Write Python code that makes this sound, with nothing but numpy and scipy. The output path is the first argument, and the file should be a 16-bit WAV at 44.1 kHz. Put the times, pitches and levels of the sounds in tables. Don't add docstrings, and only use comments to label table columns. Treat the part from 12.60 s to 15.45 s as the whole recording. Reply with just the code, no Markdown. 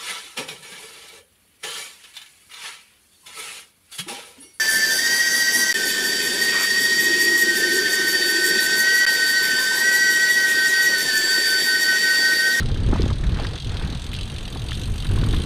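import sys
import numpy as np
from scipy import signal
from scipy.io import wavfile

SR = 44100
rng = np.random.default_rng(int(sys.argv[2]) if len(sys.argv) > 2 else 0)


def elevation(decibels):
    levels = np.asarray(decibels, float)
    return 10 ** (levels / 20)


def transcribe(signal):
    frames = np.atleast_2d(signal).T
    limited = np.clip(frames, -1, 1)
    pcm = np.round(limited * 32767).astype(np.int16)
    wavfile.write(sys.argv[1], SR, pcm)


N = 125685


def evened(x):
    return x / np.sqrt(np.mean(x ** 2) + 1e-20)


def along(rows):
    s, value = np.transpose(rows)
    return np.interp(np.arange(N) / SR, s, value)


def coloured(x, spectrum):
    f, db = np.transpose(spectrum)
    hz = np.abs(np.fft.fftfreq(8192, 1 / SR))
    gain_db = np.interp(np.log(hz + 1), np.log(f + 1), db, left=db[0] - 26, right=db[-1] - 61.5)
    log_gain = gain_db * np.log(10) / 20
    taps = np.fft.ifft(np.exp(np.conj(signal.hilbert(log_gain)))).real[:4096]
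    return evened(signal.oaconvolve(x, taps)[:len(x)])


def resonate(x, hz, width):
    r = np.exp(-np.pi * width / SR)
    return 2 * signal.lfilter([1 - r], [1, -r * np.exp(2j * np.pi * hz / SR)], x).real


def ring(x, hz, width):
    turn = np.exp(2j * np.pi * np.cumsum(hz) / SR)
    wide, narrow = np.exp(-np.pi * width / SR * np.array([4, 1]))
    smooth = signal.lfilter([(1 - wide) * (1 - narrow)], np.poly([wide, narrow]), x / turn)
    return 4 * (turn * smooth).real


def wander(rate_hz):
    lowpass = signal.butter(2, rate_hz, fs=SR, output="sos")
    return evened(signal.sosfilt(lowpass, rng.standard_normal(N)))


def sparse(per_s, spread_db):
    size = elevation(spread_db * np.minimum(rng.exponential(1, N), 4))
    return size * (rng.random(N) < per_s / SR) * rng.choice([-1., 1.], N)


def add(mix, s, sound):
    part = mix[round(s * SR):][:len(sound)]
    part += sound[:len(part)]


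# start_s, level_db
RATCHET_TICKS = [(0.0017, -29), (0.0293, -42), (0.0572, -33), (0.0857, -30), (0.1133, -36), (0.1425, -31),
                 (0.1713, -36), (0.2014, -39), (0.2318, -36), (0.262, -33), (0.2868, -35), (0.3116, -42),
                 (0.3375, -39), (0.36, -39), (0.3828, -36), (0.4046, -37.5), (0.429, -33), (0.454, -34.5),
                 (0.4786, -33.5), (0.5025, -35), (0.5276, -31), (0.556, -40), (0.5827, -45), (0.609, -47),
                 (0.6376, -41.5), (0.6653, -36), (0.692, -35), (0.7179, -37), (0.743, -30.5), (0.7707, -49),
                 (0.797, -38), (0.8209, -44), (0.843, -34), (0.866, -28.5), (0.8865, -35), (0.9091, -38.5),
                 (0.9328, -31), (0.9545, -31.5), (0.9766, -32), (0.999, -32),
                 (1.0209, -33), (1.0446, -29.5), (1.069, -33.5), (1.0928, -30.5), (1.1168, -37),
                (1.1415, -32), (1.169, -34.5), (1.1957, -34.5), (1.222, -33.5), (1.247, -38), (1.272, -34),
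                (1.2993, -34.5), (1.3233, -33), (1.3477, -30.5), (1.3717, -36), (1.3942, -36.5),
                (1.4176, -36.5), (1.4405, -35.5), (1.464, -36), (1.489, -42), (1.5152, -37.5),
                (1.5392, -28), (1.5625, -31), (1.5865, -32.5), (1.609, -30), (1.6303, -33.5),
                (1.654, -37.0), (1.676, -34), (1.6975, -32.5), (1.717, -37.0), (1.7398, -38), (1.761, -39),
                (1.7822, -33), (1.8059, -42), (1.8284, -39.5), (1.852, -35), (1.877, -34), (1.901, -41),
                (1.924, -31.5), (1.9468, -35), (1.97, -36), (1.9934, -37.5), (2.0172, -39),
                 (2.0393, -41), (2.062, -39), (2.0841, -32.0), (2.1072, -28), (2.1283, -30.5), (2.1496, -32.5),
              (2.1718, -34.5), (2.1937, -35.5), (2.2136, -37), (2.2336, -34.5), (2.255, -37), (2.2743, -42),
              (2.297, -48), (2.318, -51), (2.3379, -40), (2.357, -38), (2.3788, -33.5), (2.4007, -33.0),
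              (2.4225, -35), (2.445, -35.5), (2.4663, -31.5), (2.489, -35.0), (2.5117, -36), (2.535, -40),
              (2.5587, -31), (2.585, -32), (2.6125, -30), (2.6379, -29.5), (2.662, -36), (2.6862, -32),
              (2.7076, -33), (2.7269, -30.5), (2.7438, -34), (2.7626, -31.5), (2.781, -37), (2.7985, -35),
              (2.8172, -32.5), (2.8348, -36.5)]
# pitch_hz, width_hz, level_db, nearness_db (extra when nearest)
HUB_RINGS = [(2827, 420, -2, 4.5), (3160, 47, 4, 2), (3500, 403, 0, 0), (3940, 274, -0.5, 0),
             (4470, 270, -3.5, 2), (4960, 580, -15, -4), (6150, 720, -12, -0.5), (6670, 190, -14, 5),
             (8130, 880, -14, 5.5), (8640, 520, -11.5, 5.5), (9380, 270, -11.5, 8),
             (10300, 720, -19.5, 10.5), (11890, 660, -20.5, 14), (13700, 1000, -37, 11)]


def freewheel():
    nearest_s, rattle_db = 2.18, -17.5
    ring_spread_db, pitch_spread = 3, 0.015
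    start_s, tick_db = np.transpose(RATCHET_TICKS)
    draws = rng.standard_normal((len(start_s), len(HUB_RINGS), 2))
    level_draw, pitch_draw = draws.transpose(2, 0, 1)
    at = np.round(start_s * SR).astype(int)

    t = np.arange(1500) / SR
    rise = 1 - np.exp(-t / 0.00089)
    snap = rise * (np.exp(-t / 0.0029) + 0.6 * np.exp(-t / 0.01))

    tooth = np.clip(np.searchsorted(at, np.arange(N)) - 1, 0, None)
    near = np.clip(np.arange(N) / SR / nearest_s, 0.35, 1) ** 2
    out = np.zeros(N)
    for k, (hz, width, db, near_db) in enumerate(HUB_RINGS):
        follow = 0.87 if hz < 5500 else 0.17
        hits = np.zeros(N)
        hits[at] = elevation((tick_db + 34.5) * follow + ring_spread_db * level_draw[:, k])
        rattle = elevation(rattle_db + (5 if hz > 11000 else 0))
        scrape = np.tanh(0.83 * rng.standard_normal(N))
        drive = (signal.oaconvolve(hits, snap)[:N] + rattle) * scrape
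        pitch_hz = hz * (1 + pitch_spread * pitch_draw[tooth, k])
        out += elevation(db + near_db * (near - 0.84)) * ring(drive, pitch_hz, width)
    return elevation(4.5 - 44) * evened(out)


# time_s, level_db
CRUNCH_LEVEL = [(0, -42.5), (.1, -46), (.3, -43.5), (.35, -37), (.5, -43.5), (.57, -48), (.65, -43.5),
                (.72, -44), (.8, -39), (.95, -44.5), (1.02, -52.5), (1.12, -41.5), (1.25, -42.5),
                (1.4, -47), (2.35, -47.5), (2.45, -46.5), (2.6, -40), (2.85, -42)]
# pitch_hz, level_db (per Hz)
GRIT_COLOUR = [(400, 5), (800, 1.5), (1600, 0), (2400, -3.5), (4500, -8.5), (7000, -22), (12000, -29),
               (15000, -47)]
# pitch_hz, width_hz, level_db
PEBBLE_RINGS = [(739, 245, -4), (1150, 280, -8), (1570, 450, -3), (1940, 590, -8.5), (2520, 250, -9)]


def grit():
    clumps = elevation(1.6 * wander(23.0))
    grains = evened(sparse(1800, -5.5) * clumps)
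    hiss = elevation(7.5) * rng.standard_normal(N)
    out = coloured(grains + hiss, GRIT_COLOUR)
    for hz, width, db in PEBBLE_RINGS:
        taps = sparse(120, 2.9) * clumps
        pebble = resonate(resonate(taps, hz, width), hz, 2 * width)
        out += elevation(db - 4.5) * evened(pebble)
    return out * elevation(along(CRUNCH_LEVEL))


# start_s, peak_db, pitch_hz, decay_s
STONE_KNOCKS = [(0.021, -27.5, 1070, 0.0044), (0.324, -21.5, 880, 0.0072), (0.33, -18.5, 865, 0.0031),
                (0.357, -20, 870, 0.0025), (0.372, -34, 760, 0.0023), (0.435, -28, 1150, 0.0014),
                (0.462, -25, 600, 0.0012), (0.5, -26.5, 1210, 0.0031), (0.51, -27.5, 880, 0.0045),
                (0.635, -28.5, 1650, 0.0099), (0.77, -28.5, 1290, 0.0032), (0.787, -29.5, 786, 0.0055),
                (0.796, -21.5, 800, 0.0022), (0.848, -21, 1360, 0.0029), (0.931, -31, 1320, 0.0061),
                (0.959, -30, 1590, 0.0041), (1.154, -34, 680, 0.0049), (1.213, -29, 1280, 0.0033),
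                (1.235, -29, 1670, 0.0047), (1.956, -29.5, 840, 0.0065), (2.094, -31, 891, 0.0043),
                (2.119, -19, 1810, 0.0018), (2.276, -36, 1110, 0.015), (2.453, -27, 1480, 0.0067),
                (2.574, -24.5, 805, 0.0031), (2.634, -23, 1170, 0.0023), (2.668, -28, 940, 0.0037),
                (2.736, -23, 1300, 0.0044)]
# start_s, peak_db, pitch_hz, decay_s
STONE_CRACKS = [(0.4205, -13, 4400, 0.0024), (0.7718, -29, 3700, 0.0015), (0.7886, -23, 2980, 0.0026),
                (0.7988, -23, 3250, 0.0015), (0.8412, -27, 3970, 0.0027), (0.8495, -33, 5000, 0.003),
                (0.8074, -26, 3160, 0.0016), (0.835, -22, 3780, 0.0017), (0.8692, -17, 3680, 0.0017),
                (0.9858, -21, 3500, 0.001), (1.17, -17.5, 3630, 0.00045), (1.531, -35, 9400, 0.012),
                (1.5322, -23, 2550, 0.0037), (1.5389, -24, 3120, 0.0022), (1.5498, -18, 3430, 0.0056),
                (2.0937, -28, 3190, 0.0018), (2.1182, -22.5, 3600, 0.0021), (2.143, -30, 4200, 0.0036)]


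def flung_stones(out, stones, relative_width, knock):
    t = np.arange(1200) / SR
    noises = rng.standard_normal((len(stones), 1200))
    for (s, db, hz, decay), noise in zip(stones, noises):
        scrape = noise * (1 - np.exp(-t / 0.0017)) * np.exp(-t / max(decay, 1e-4))
        contact = knock * elevation(db + 16) * np.exp(-t / 0.00005)
        blow = scrape - contact
        width = relative_width * hz
        body = resonate(resonate(resonate(blow, hz, width), hz, 2 * width), hz, 2 * width)
        spray = elevation(-23) * resonate(resonate(blow, 2 * hz, hz), 2 * hz, 2 * hz)
        add(out, s, elevation(db) * (body + spray) / abs(body).max())


def tyres():
    out = grit()
    flung_stones(out, STONE_KNOCKS, relative_width=0.67, knock=1.3)
    flung_stones(out, STONE_CRACKS, relative_width=0.51, knock=5.2)
    return out


# time_s, level_db
GUST_LEVEL = [(0, -19.5), (.17, -21), (.28, -15), (.53, -20), (.56, -26.5), (.66, -19.5), (.92, -25),
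              (1.01, -33), (1.08, -26), (1.33, -25), (1.39, -32), (1.56, -28), (1.8, -30), (2.25, -24.5),
              (2.3, -23.5), (2.43, -27.5), (2.51, -18.5), (2.85, -20.5)]
# pitch_hz, level_db (per Hz)
RUMBLE_COLOUR = [(10, -16), (16, 1.5), (50, 2.5), (90, 1), (135, -2.5), (165, -9), (250, -14.5),
                 (400, -41.5)]
# pitch_hz, level_db (per Hz)
FLUTTER_COLOUR = [(120, -16), (190, -5.5), (300, 3.5), (450, -1.5), (700, -18), (1200, -23), (2500, -59.5)]
# start_s, peak_db, pitch_hz, cycles
CAPSULE_PUFFS = [(0.291, -14, 284, 1.56), (0.329, -8, 310, 2.4), (0.334, -33, 316, 1.9),
                 (0.396, -12, 410, 3.1), (0.438, -12.5, 282, 2.6), (0.461, -14.5, 467, 1.75),
                 (0.509, -20.5, 385, 1.6), (0.796, -27.5, 276, 2.5), (0.932, -30.5, 520, 3.3),
                 (1.15, -27.5, 490, 2.8), (1.171, -21, 110, 1.9), (1.241, -19.5, 140, 1.9),
                 (1.257, -17.5, 123, 1.55), (1.274, -23, 104, 1.6), (1.349, -16.5, 143, 1.66),
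                 (2.305, -15, 85, 1.54), (2.492, -14.5, 75, 1.7), (0.223, -23, 208, 1.8),
                 (0.603, -23, 230, 1.4), (0.715, -33, 210, 1.9), (2.718, -21, 347, 2.6),
                 (2.804, -22, 342, 2), (1.956, -29, 324, 3.5), (2.534, -17, 268, 1.6),
                 (2.564, -19.5, 340, 2.4), (2.628, -14, 308, 1.43), (2.664, -22.5, 258, 2.6),
                 (2.732, -19, 323, 2.8)]


def wind():
    gust_db = along(GUST_LEVEL)
    rumble = coloured(rng.standard_normal(N), RUMBLE_COLOUR) * elevation(0.5 * wander(8.5))
    flecks = sparse(500, 3) + 0.087 * rng.standard_normal(N)
    eddies = coloured(flecks, FLUTTER_COLOUR) * elevation(2.86 * wander(16.0))
    lag_s = 0.0041
    late_gust_db = np.interp(np.arange(N) - lag_s * SR, np.arange(N), gust_db)
    eddy_db = -18 - 28 + 0.67 * (late_gust_db + 28) + 0.5 * (along(CRUNCH_LEVEL) + 50.0)
    out = elevation(gust_db) * evened(rumble) + elevation(eddy_db) * evened(eddies)
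    for s, db, hz, cycles in CAPSULE_PUFFS:
        t = np.arange(0, cycles / hz, 1 / SR)
        progress = t * hz / cycles
        swell = np.sin(np.pi * progress) ** 1.7
        add(out, s, elevation(db) * swell * np.sin(2 * np.pi * hz * t * (1 - 0.14 * progress)))
    return out


def scene():
    return (freewheel() + tyres() + wind())[None]


def low_pass(x):
    return signal.sosfilt(signal.butter(12, 15400, fs=SR, output="sos"), x)


def record(dry):
    ceiling, edge_hz, sag_hz = 0.43, 15300, 750
    limited = ceiling * np.tanh(dry / ceiling)
    corners_hz = [0, 12500, 13300, edge_hz, edge_hz + 300, SR / 2]
    rolloff = signal.firwin2(255, corners_hz, [1, 0.94, 0.78, 0.42, 0, 0], fs=SR)
    x = signal.oaconvolve(limited, rolloff[None], "same")
    hz, t, z = signal.stft(x, SR, nperseg=1024)
    top_hz = edge_hz - sag_hz * abs(np.interp(t, np.arange(N) / SR, wander(9)))
    mix = signal.istft(z * (hz[:, None] < top_hz), SR, nperseg=1024)[1][:, :N]
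    return low_pass(mix)


dry = scene()
out = record(dry)
transcribe(out)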